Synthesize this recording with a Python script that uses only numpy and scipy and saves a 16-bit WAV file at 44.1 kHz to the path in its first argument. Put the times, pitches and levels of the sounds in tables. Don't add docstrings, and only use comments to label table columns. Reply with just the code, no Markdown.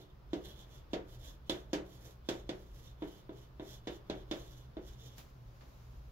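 import sys
import numpy as np
from scipy import signal
from scipy.fft import rfft, irfft, next_fast_len
from scipy.io import wavfile
from scipy.ndimage import uniform_filter1d, map_coordinates

SR = 44100
rng = np.random.default_rng(int(sys.argv[2]) if len(sys.argv) > 2 else 0)


def materialize(psi):
    bounded = np.clip(np.atleast_2d(psi).T, -1, 1)
    quanta = np.round(bounded * 32767).astype(np.int16)
    wavfile.write(sys.argv[1], SR, quanta)


def volts(x):
    e = np.asarray(x, float) / 20
    return 10 ** e


N = 269654


def unit(x):
    return x / np.sqrt(np.mean(x ** 2) + 1e-20)


def along(points, hz):
    f, v = np.transpose(points)
    return np.interp(np.log(hz + 1), np.log(f + 1), v)


def wobble(rate):
    knots = rng.standard_normal(int(N * rate / SR) + 4)
    return map_coordinates(knots, [np.arange(N) * rate / SR])


def filtered(x, response):
    n = x.shape[-1]
    m = next_fast_len(n + 8192)
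    return irfft(rfft(x, m) * response(np.fft.rfftfreq(m, 1 / SR)), m)[..., :n]


def coloured(x, spectrum):
    return unit(filtered(x, lambda hz: volts(along(spectrum, hz))))


def add(track, s, sound):
    start = round(s * SR)
    sound = sound[..., max(-start, 0):]
    part = track[..., max(start, 0):][..., :sound.shape[-1]]
    part += sound[..., :part.shape[-1]]


def softened(x, bright_db):
    edge_hz = np.clip(9000 * volts(0.4 * (bright_db + 18.5)), 500, 20000)
    return signal.lfilter(*signal.butter(2, edge_hz, fs=SR), x)


# (f/Hz, t60/s)
DECAY = [(700, 0.53), (2000, 0.28), (5000, 0.19), (9000, 0.24), (15000, 0.24)]


def dying(spectrum, seconds, speed, channels):
    noise = coloured(rng.standard_normal((channels, round(seconds * SR))), spectrum)
    hz, t, z = signal.stft(noise, SR, nperseg=128)
    fade = volts(-60 * speed * t / along(DECAY, hz)[:, None])
    return signal.istft(z * fade, SR, nperseg=128)[1][:, :noise.shape[1]]


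def walls(x, db):
    tail = dying([(100, -3.5), (15000, 0)], 0.073, speed=1.6, channels=2)
    tail = tail / np.linalg.norm(tail[0])
    late = np.pad(x, (220, 0))[None]
    return volts(db) * signal.fftconvolve(late, tail, axes=1)[:, :N]


# (f/Hz, width/Hz, level/dB)
STICK = [(2990, 310, -4), (3500, 130, 3), (3633, 33, 4), (3670, 440, -7), (4230, 230, -8.5)]


def stick(hz):
    response = 0
    for k, (centre, width, db) in enumerate(STICK):
        damping = 1j * hz * width
        response = response + (-1) ** k * volts(db) * damping / (centre * centre - hz * hz + damping)
    return response


# (t/s, peak level/dB, panel knock level/dB, stick ring level/dB, contact brightness/dB: lower means a
TAPS = [(0.3323, -41.5, 9.5, -3.5, -26.5), (0.933, -34, 2.5, -6, -33.5), (1.496, -32, 0, 3, -18.5),
        (1.7317, -31, 1, -27, -22.5), (2.288, -31.5, 0, -5.5, -21.5), (2.492, -37.5, 2.5, -4, -28.5),
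        (3.021, -41.5, 5, -1.5, -47), (3.2928, -52.5, 10, -1, -47), (3.5969, -45, 4.5, -1.5, -47.5),
        (3.8718, -37, 1, -1, -31), (4.0985, -37, 4.5, -2, -32.5), (4.3122, -34.5, 0.5, -4, -28),
        (4.7686, -49, 9, -2, -45)]
EARLIER = [
    (-0.11, -37.5, 3.6, 6, -31),
]
# (f/Hz, level/dB, t60/s)
PANEL = [(186.3, -13, 1), (252, -18, 0.22), (303.4, -8.5, 0.75), (311.6, 7.5, 0.26), (334.2, 4.5, 0.32),
         (372.4, -5, 0.53), (412, -3.5, 0.55), (448, -13, 0.099), (496, -7.5, 0.13), (516, -3.5, 0.12),
         (642, -3.5, 0.19), (674, -17.5, 0.71), (700, -26, 0.07), (790, -53, 0.1), (908, -14.5, 0.22),
         (950, -5.5, 0.14)]
# (f/Hz, level/dB per Hz)
THUD = [(120, -42), (200, -36), (300, 4.5), (450, 0.5), (650, -3.5), (900, -15.5), (1500, -21), (2500, -46)]
# (f/Hz, level/dB per Hz)
CRACK = [(350, -12.5), (600, -4), (679, -15), (1210, -15), (1630, -11), (2490, -13), (3510, -11),
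         (3970, -14), (6580, -17.5), (8770, -26.5), (15800, -19.5)]


def landings():
    near, around = np.zeros(N), np.zeros((2, N))
    t = np.arange(int(.4 * SR)) / SR
    for s, db, knock_db, ring_db, bright_db in [*TAPS, *EARLIER]:
        burst = rng.standard_normal((3, len(t)))
        tick = volts(-3 - 60 * t / 0.0024) * burst[0]
        crack = volts(-9.5 - 60 * t / 0.071) * coloured(burst[1], CRACK)
        shiver = volts(-10) * dying(CRACK, len(t) / SR, speed=1.77, channels=1)[0]
        rattle = volts(-60 * t / 0.011) + volts(-14.0 - 60 * t / 0.17)
        ring = volts(ring_db + 16) * filtered(rattle * burst[2], stick)
        hit = panel_knock(t, knock_db) + tick + crack + shiver + ring
        add(near, s, volts(db) * softened(hit, bright_db))
        late = (1 - np.exp(-t / 0.0013)) * dying(CRACK, len(t) / SR, speed=0.91, channels=2)
        add(around, s, volts(db - 9.0) * softened(late, bright_db))
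    near = signal.sosfilt(signal.butter(4, 178, "high", fs=SR, output="sos"), near)
    return near, around + walls(near, db=-7)


def panel_knock(t, knock_db):
    hz, level_db, t60 = np.transpose(PANEL)[:, :, None]
    spot = rng.standard_normal((2, len(PANEL), 1))
    drift = 0.0053 * np.cumsum(rng.standard_normal((len(PANEL), len(t))), axis=1)
    phase = 2 * np.pi * hz * (1 + 0.0073 * spot[1]) * t + drift
    modes = volts(level_db + 1.66 * spot[0] - 66 * t / t60) * np.sin(phase)
    push = volts(11.5 - 60 * t / 0.013) * np.sin(2 * np.pi * 300 * t)
    swell = volts(6 - 60 * t / .26) * (1 - np.exp(-t / 0.0024))
    dense = swell * coloured(rng.standard_normal(len(t)), THUD)
    return -volts(knock_db - 11.5) * (modes.sum(axis=0) + push + dense)


# (f/Hz, level/dB per Hz)
DUST = [(120, -54), (200, -12.5), (316, -3), (644, -8.5), (1310, -20.5), (1700, -14), (2450, -22),
        (3400, -13.5), (4480, -19), (6570, -20), (8640, -28), (11800, -22.5), (15800, -27.5)]
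# (f/Hz, level/dB per Hz)
GRIT = [(3800, -39), (4800, -8), (5600, 1.5), (6800, -2), (7600, -6.5), (8600, -38)]


def strokes():
    grains = rng.standard_normal((3, N)) * volts(2 * wobble(500) + 2 * wobble(60))
    hiss = volts(9) * bells(0.92, "hiss") * coloured(streaked(grains[0], depth_db=1.0), DUST)
    ring = volts(1.1) * bells(0.72, "ring") * unit(filtered(streaked(grains[1], depth_db=2.6), stick))
    grit = volts(-3.0) * bells(1, "grit") * coloured(streaked(grains[2], depth_db=3.5), GRIT)
    scrape = hiss + ring + grit
    return scrape, walls(scrape, db=-0.5)


# (middle t/s, length/s between the edges, hiss level/dB, stick ring and grit level/dB over the hiss)
STROKES = [(0.006, 0.083, -77, 8.2, -4), (0.102, 0.02, -88.5, 16, -0.7), (0.368, 0.091, -80.5, 7.5, 3),
           (0.477, 0.11, -70, 8.5, -3), (0.6, 0.076, -72.5, 7, 3), (0.744, 0.117, -76.1, 6, 2.0),
           (1.127, 0.12, -75, 1, -4), (1.271, 0.12, -67, 3, 1), (1.567, 0.14, -76, 8.5, 3),
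           (1.928, 0.12, -73, -1, -9), (2.069, 0.13, -70.5, -14, -1.5), (2.355, 0.14, -77, 8.5, 6),
           (2.61, 0.252, -80.5, 0.5, -4), (2.791, 0.13, -74.5, -2, -4), (2.87, 0.094, -77.6, 6, 4),
           (3.125, 0.19, -75.5, 5, -2), (3.395, 0.126, -80.5, 6, 2.5), (3.706, 0.13, -70, 3, 3),
           (3.938, 0.083, -73.5, 6, 0), (4.184, 0.083, -82, 12, 6), (4.387, 0.12, -75, 7.5, 5),
           (4.504, 0.24, -75, 3.8, 2), (4.891, 0.11, -74.2, 4, 4.5), (5.059, 0.18, -77, 7, 6)]


def bells(follows, layer):
    edge_db = 10
    # 68 ms, hiss 49 dB under the landing
    grazes = [(s, 0.068, db - 49, 8.5, 0) for s, db, *_ in TAPS]
    middle, length, db, ring_db, grit_db = np.transpose([*STROKES, *grazes])[:, :, None]
    t = np.arange(0, N / SR, .002)
    speed_db = -edge_db * ((t - middle) / (length / 2)) ** 2
    over_db = {"hiss": 0, "ring": ring_db, "grit": grit_db}[layer]
    gain = np.sqrt(np.sum(volts(db + over_db + follows * speed_db) ** 2, axis=0))
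    return np.interp(np.arange(N) / SR, t, gain)


def streaked(x, depth_db):
    z = signal.stft(x, nperseg=512)[2]
    field = uniform_filter1d(rng.standard_normal(z.shape), size=14, axis=1)
    return unit(signal.istft(z * volts(depth_db * unit(field)), nperseg=512)[1][:N])


# (t/s, level/dB)
THROB = [(0, -59), (.43, -52.5), (.7, -56.5), (.83, -52), (1, -56), (1.17, -51.5), (1.35, -57),
         (1.82, -53.5), (2.1, -60), (2.3, -53), (3.4, -56.5), (4.17, -54.5), (4.5, -54), (4.95, -53.5),
         (5.15, -59.5), (5.4, -54), (5.68, -58.5), (5.97, -52.5)]
# (f/Hz, level/dB per Hz)
RUMBLE = [(11, -42), (22, -2), (59, 5.5), (74, 1.5), (86, -6.5), (101, -34), (124, 1), (160, -44),
          (210, -68), (350, -120)]


def ventilation():
    t = np.arange(N) / SR
    throb_db = np.interp(t, *np.transpose(THROB))
    first = volts(throb_db - 4.5) * np.sin(2 * np.pi * 58.27 * t + 0.7 * wobble(5))
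    shaft = volts(throb_db - 6.5) * np.sin(2 * np.pi * 45.3 * t + 1.16 * wobble(3.3))
    beat = np.abs(1 + 0.83 * np.exp(2j * np.pi * (t - 4.17) / .43))
    second_db = -61.5 + 1.05 * (t - t.mean()) + 1.16 * wobble(2.94)
    second = volts(second_db) * beat * np.sin(2 * np.pi * 120.3 * t + 1.1 * wobble(7.2))
    rumble = volts(throb_db - 1.5) * coloured(rng.standard_normal((2, N)), RUMBLE)
    return first + shaft + second, rumble


# (f/Hz, level/dB per Hz)
FLOOR = [(98, -19.5), (130, -8), (165, -17), (290, -25), (348, -23.5), (598, -26), (731, -29), (1030, -28),
         (1340, -31.5), (1960, -38.5), (5130, -44.5), (8140, -57), (11700, -51), (15800, -48)]


def floor():
    return volts(-60.5 + 0.73 * wobble(2.84)) * coloured(rng.standard_normal((2, N)), FLOOR)


# (peak t/s, rustle level/dB, rise/s over 20 dB, fall/s over 20 dB)
SLEEVE = [
    (5.184, -62, 0.03, 0.096),
    (5.295, -86, 0.017, 0.045),
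    (5.613, -80, .04, .08),
    (5.74, -77, 1, 1.5),
]
# (f/Hz, level/dB per Hz)
CLOTH = [(350, -36), (600, -13), (1220, -13.5), (1330, -12.5), (2030, -13), (6580, -13.5), (9270, -27),
         (10500, -17), (15800, -19.5)]


def sleeve():
    peak, db, rise, fall = np.transpose(SLEEVE)[:, :, None]
    after = np.arange(N) / SR - peak
    brushes = volts(db - 20 * np.maximum(-after / rise, after / fall)).sum(axis=0)
    rustle = brushes * volts(5.5 + 1.1 * wobble(40))
    return rustle * coloured(rng.standard_normal((2, N)), CLOTH)


# (t/s, peak level/dB, brightness level/dB)
CLICKS = [
    (5.182, -45.5, -8.5),
    (5.609, -51.5, -20),
]


def holder():
    tick, rustle = np.zeros(N), np.zeros((2, N))
    t = np.arange(900) / SR
    for s, db, bright_db in CLICKS:
        tone = [(300, -0.5), (1700, -9), (2600, -12), (3500, .6 * bright_db - .8), (4600, -12.5),
                (9000, bright_db - 10), (15000, bright_db)]
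        snap = coloured(rng.standard_normal(len(t)), tone)
        add(tick, s, volts(db + bright_db + 12.5 - 60 * t / 0.0057) * snap)
        scatter = dying(tone, 0.28, speed=0.99, channels=2)
        add(rustle, s, volts(db - 7.0) * softened(scatter, bright_db))
    return tick, rustle


# (f/Hz, left minus right level/dB)
SHADOW = [(300, -1), (1000, 3), (2500, -4.5), (6000, -14.5), (13000, -18.5)]
# (f/Hz, phase/rad)
DETOUR = [(350, 0.1), (700, 0.47), (1300, 1.58), (2000, 0.089)]


def direct(x):
    def tilt(hz):
        late = 2 * np.pi * hz * 4.56 / SR + along(DETOUR, hz)
        return along(SHADOW, hz) * np.log(10) / 40 - .5j * late
    return filtered(np.array([x, x]), lambda hz: np.exp([tilt(hz), -tilt(hz)]))


# (f/Hz, left-right likeness)
ALIKE = [(60, 0.98), (200, 0.85), (500, 0.23), (1000, -0.058), (1600, -0.14), (3000, 0.22), (12000, -0.11)]


def diffuse(pair):
    def weights(hz):
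        turn = np.arccos(np.clip(along(ALIKE, hz), -1, 1)) / 2
        return np.array([np.cos(turn), np.sin(turn)])
    mid, side = filtered(pair, weights)
    return np.array([mid + side, mid - side])


def scene():
    near, around = zip(landings(), strokes(), ventilation(), holder())
    return direct(sum(near)) + diffuse(sum(around) + floor() + sleeve())


def roll_off(x):
    return signal.sosfilt(signal.butter(12, 16430, fs=SR, output="sos"), x)


# (f/Hz, level/dB)
PORT = [(7300, 0), (7700, -3.5), (10300, -5), (10800, -0.5)]


def record(dry):
    mix = filtered(dry, lambda hz: volts(along(PORT, hz)) * (hz < 15780))
    return roll_off(mix)


dry = scene()
out = record(dry)
materialize(out)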